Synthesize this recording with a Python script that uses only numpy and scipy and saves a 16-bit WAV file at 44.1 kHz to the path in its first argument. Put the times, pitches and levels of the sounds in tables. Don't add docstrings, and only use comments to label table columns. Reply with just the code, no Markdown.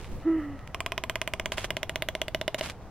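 import sys
import numpy as np
from scipy import signal
from scipy.fft import rfft, irfft
from scipy.io import wavfile

SR = 44100
rng = np.random.default_rng(int(sys.argv[2]) if len(sys.argv) > 2 else 0)


def unload_wav(signal):
    wavfile.write(
        sys.argv[1],
        SR,
        np.round(np.clip(np.atleast_2d(signal).T, -1, 1) * 32767).astype(np.int16),
    )


N = 127890
T = np.arange(N) / SR

# frequency_hz, side_db
STEREO_WIDTH = [(40, -7), (80, -10), (200, -19), (700, -18), (2500, -9), (5000, 0), (8000, 7)]
# frequency_hz, gain_db
ROCK_SPECTRUM = [(500, -6), (3900, 6), (12000, 7.5)]
# frequency_hz, density_db
WIND_SPECTRUM = [(30, 0.5), (90, 2.5), (170, -5), (600, -20), (2000, -51.5)]
# time_s, level_db
WIND_GUSTS = [(0, -38), (.06, -45), (.11, -34), (.17, -36), (.25, -45), (.43, -42), (.7, -45), (1.3, -44),
              (1.45, -40), (1.8, -44), (2.9, -44)]
# frequency_hz, density_db
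AIR_SPECTRUM = [(200, -22.5), (450, -13.5), (750, -11.5), (1600, -24), (3200, -34), (6000, -41),
                (16000, -68)]
# frequency_hz, density_db
RUSTLE_SPECTRUM = [(300, 1), (800, 4.5), (2800, 4), (4500, -3.5), (7500, -10.5), (12000, -17), (16000, -31)]
# time_s, level_db
SHUFFLE_CURVE = [(0, -51), (.15, -59), (.25, -63)]
# time_s, level_db
RUSTLE_CURVES = [
    [(1.52, -37), (1.536, -39), (1.55, -48.5), (1.567, -61), (1.574, -34.5), (1.612, -41), (1.632, -42),
     (1.651, -33), (1.68, -82)],
    [(2.58, -40.5), (2.593, -31), (2.603, -53), (2.636, -37), (2.668, -37.5), (2.688, -44.5),
     (2.702, -34.5), (2.712, -47.5), (2.735, -69)],
]
# frequency_hz, density_db
TICK_SPECTRUM = [(1000, -28), (4200, 4.5), (5400, 5.5), (7000, 0.5), (9800, -5), (11700, -3), (16500, -11)]
# pitch_hz, level_db, t60_s, change_over_bout_db
BILL_MODES = [(1204, 2.5, 0.015, -21), (1640, -1, .011, -5.5), (2092, 10, 0.0073, -2.5),
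              (2447, 5, 0.011, -16), (2876, 2, 0.0087, 4), (3080, -4.5, 0.01, 2.5)]
# delay_s, strength
EDGE_CONTACTS = [(0, 0.33), (.0003, 1), (.0008, 0.2)]
# start_s, level_db
FAINT_TICKS = [(0.0444, -48), (0.117, -67), (.592, -55.5), (0.675, -47)]
# time_s, pitch_hz, level_db
HOOT_CURVE = [(.245, 260, -48), (.258, 305, -28), (.274, 327, -20.5), (.335, 328, -24.8), (.39, 316, -27.8),
              (.412, 295, -36), (.5, 287, -38), (.556, 272, -43), (.59, 250, -58)]
HOOT_OVERTONES = [-26, -30, -27, -38, -34]
# frequency_hz, density_db
RASP_SPECTRUM = [(300, -9.5), (600, -0.5), (900, -25), (1300, 7), (1500, -13), (1950, 3.5), (2350, -17),
                 (2950, -10.5), (3600, -37), (9000, -38.5)]
# time_s, level_db
RASP_CURVE = [(.22, -56), (.3, -49), (.39, -46.5), (.5, -52.5), (.72, -61)]
# pitch_hz, level_db, t60_s, change_over_bout_db, rise_share (reached at open_s)
MOUTH_MODES = [(382, -4, 0.053, -6, 0.045), (622, 6.5, 0.045, -2, 0.049), (953, 8, 0.048, -18.5, 0.12)]
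# start_s, crack_db, hollow_db
BILL_SNAPS = [r[:3] for r in [(0.7457, -33.5, -38, -44), (0.8045, -31, -36, -74),
              (0.8622, -30.0, -34.5, -40), (0.9201, -31.5, -34, -27), (0.9786, -29.5, -33.5, -14),
              (1.0377, -32.0, -34, -44.1), (1.0967, -28.5, -32.5, -42.2), (1.1563, -29, -33, -44.5),
              (1.2156, -28.5, -33, -44.4), (1.2758, -30.5, -33.5, -47.4), (1.3364, -29.5, -32.5, -45.0),
              (1.3973, -30, -32.5, -44), (1.4582, -29, -31.5, -44.6), (1.5198, -31, -32.5, -46.2),
              (1.5813, -31, -31.5, -44.9), (1.6436, -33, -31.5, -44.6), (1.7052, -28.5, -29.5, -42.6),
              (1.768, -30.5, -30.5, -45.4), (1.8308, -30, -30.5, -46), (1.8949, -31.0, -32, -44.8),
              (1.9579, -29, -29.5, -44.3), (2.0222, -29, -29, -46.6), (2.0867, -29, -29, -46.5),
              (2.1512, -32, -28.5, -49.1), (2.2163, -28, -27, -42.9), (2.2819, -34, -31.5, -52.5),
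              (2.3468, -28, -24.5, -45.0), (2.4132, -32.5, -27.5, -49.0), (2.4793, -29, -23, -41.5),
              (2.5449, -30.5, -25, -43.6), (2.6103, -32.3, -25.5, -47.3)]]


def amp(db):
    return 10 ** (np.asarray(db) / 20)


def unit(x):
    return x / np.sqrt(np.mean(x ** 2) + 1e-20)


def unit_hit(x):
    return x / np.sqrt(np.sum(x ** 2, -1, keepdims=True) / 441 + 1e-20)


def decay(t, t60_s):
    return np.exp(-np.log(1000) * t / t60_s)


def level(points):
    s, db = np.transpose(points)
    return amp(np.interp(T, s, db)) * (T >= s[0]) * (T <= s[-1] + .001)


def colour(x, points):
    hz, db = np.transpose(points)
    bins_hz = abs(np.fft.fftfreq(4096, 1 / SR))
    log_gain = np.log(amp(np.interp(np.log(bins_hz + 1), np.log(hz + 1), db)))
    taps = np.fft.ifft(np.exp(signal.hilbert(log_gain).conj())).real[:2048]
    return signal.fftconvolve(np.atleast_2d(x), taps[None], axes=1)[:, :np.shape(x)[-1]]


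def wobble(rate_hz):
    rolloff = 1 + (np.fft.rfftfreq(N, 1 / SR) / rate_hz) ** 4
    return unit(irfft(rfft(rng.standard_normal(N)) / rolloff, N))


def spread(pair):
    side = colour(pair[1], STEREO_WIDTH)[0]
    return np.array([pair[0] + side, pair[0] - side])


def pan(right_db):
    return amp([[-right_db / 2], [right_db / 2]])


def add(mix, start_s, sound):
    part = mix[:, round(start_s * SR):][:, :sound.shape[-1]]
    part += sound[..., :part.shape[1]]


def wind():
    rumble = spread(unit(colour(rng.standard_normal((2, N)), WIND_SPECTRUM)))
    return rumble * level(WIND_GUSTS) * amp(wobble(16))


def air():
    hiss = spread(unit(colour(rng.standard_normal((2, N)), AIR_SPECTRUM)))
    return hiss * amp(.7 * wobble(17))


def rustles(grains_per_s=4000, spread_db=3.2):
    grains = rng.standard_normal((2, N)) * amp(spread_db * rng.exponential(1, (2, N)))
    grains *= rng.random((2, N)) < grains_per_s / SR
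    surges = level(SHUFFLE_CURVE) + sum(level(curve) for curve in RUSTLE_CURVES)
    return spread(unit(colour(grains, RUSTLE_SPECTRUM))) * surges


def reflections(x, db, t60_s, delay_s):
    t = np.arange(SR // 4) / SR
    taps = rng.standard_normal((2, len(t))) * (rng.random((2, len(t))) < .2)
    taps *= (t > delay_s) * decay(t, t60_s)
    taps = colour(taps / np.linalg.norm(taps, axis=1, keepdims=True), ROCK_SPECTRUM)
    return amp(db) * signal.fftconvolve(x.mean(0)[None], spread(taps), axes=1)[:, :N]


def contact_tick(t, rise_s=.0003, fall_s=.0007):
    burst = rng.standard_normal((2, len(t))) * np.minimum(t / rise_s, 1) * np.exp(-t / fall_s)
    return spread(unit_hit(colour(burst, TICK_SPECTRUM)))


def bill_crack(t, progress, tick_db):
    hz, db, t60_s, change_db = np.transpose(BILL_MODES)[:, :, None]
    stiffening = .17 * progress ** 2
    hz = hz * (1 + stiffening * (hz == hz.max()) + .012 * rng.standard_normal(hz.shape))
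    gain = amp(db + change_db * progress + rng.standard_normal(hz.shape))
    ring = 0
    for delay_s, strength in EDGE_CONTACTS:
        age = np.maximum(t - delay_s * (1 + .05 * rng.standard_normal()), 0)
        ring -= strength * (gain * decay(age, t60_s) * np.sin(2 * np.pi * hz * age)).sum(0)
    band = signal.butter(4, [888, 3610 * (1 + stiffening)], "band", fs=SR, output="sos")
    return unit_hit(signal.sosfilt(band, ring)) * pan(right_db=.5) + amp(tick_db) * contact_tick(t)


def faint_ticks():
    out, t = np.zeros((2, N)), np.arange(SR // 20) / SR
    for start_s, db in FAINT_TICKS:
        add(out, start_s, amp(db) * bill_crack(t, progress=0, tick_db=-12))
    return out


def hoot(jitter=.011, shimmer=.036, overtone_rise_s=.038):
    s, hz, db = np.transpose(HOOT_CURVE)
    pitch_hz = np.interp(T, s, hz) * (1 + jitter * wobble(90))
    phase = 2 * np.pi * np.cumsum(pitch_hz) / SR
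    opening = np.clip((T - s[0]) / overtone_rise_s, 0, 1)
    overtones = sum(amp(d) * np.sin(k * phase) for k, d in enumerate(HOOT_OVERTONES, 2))
    tone = np.sqrt(2) * (np.sin(phase) + opening * overtones)
    voice = tone * level(np.c_[s, db]) * (1 + shimmer * wobble(90))
    rasp = unit(colour(rng.standard_normal(N) * (1 + np.cos(phase)), RASP_SPECTRUM))
    return voice + rasp * level(RASP_CURVE)


def mouth_hollow(t, elapsed_s, progress, open_s=.016, settle_s=.28):
    tuning = 1 + .1 * np.exp(-elapsed_s / settle_s)
    opening = np.minimum(t / open_s, 2) ** 2
    ring = 0
    for hz, db, t60_s, change_db, rise in MOUTH_MODES:
        phase = 2 * np.pi * np.cumsum(hz * tuning * (1 + rise * opening)) / SR
        ring -= amp(db + change_db * progress) * decay(t, t60_s) * np.sin(phase)
    return ring


def clatter():
    out, t = np.zeros((2, N)), np.arange(SR // 20) / SR
    first_s, last_s = BILL_SNAPS[0][0], BILL_SNAPS[-1][0]
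    for start_s, crack_db, hollow_db in BILL_SNAPS:
        progress = (start_s - first_s) / (last_s - first_s)
        snap = amp(crack_db) * bill_crack(t, progress, tick_db=-14)
        snap += amp(hollow_db) * mouth_hollow(t, start_s - first_s, progress)
        add(out, start_s, snap)
        add(out, start_s, reflections(snap, db=-16, t60_s=.025, delay_s=.0015))
    return out


def scene():
    low_cut = signal.butter(2, 117, "high", fs=SR, output="sos")
    birds = signal.sosfilt(low_cut, clatter() + faint_ticks()) + rustles() + hoot()
    birds += reflections(birds, db=-25, t60_s=.16, delay_s=.008)
    return birds * pan(right_db=1.66) + wind() + amp(-52) * air()


def record(dry, edge_hz=16300):
    low_pass = signal.firwin(511, edge_hz, window=("kaiser", 9), fs=SR)
    return signal.oaconvolve(dry, low_pass[None], "same")


dry = scene()
out = record(dry)
unload_wav(out)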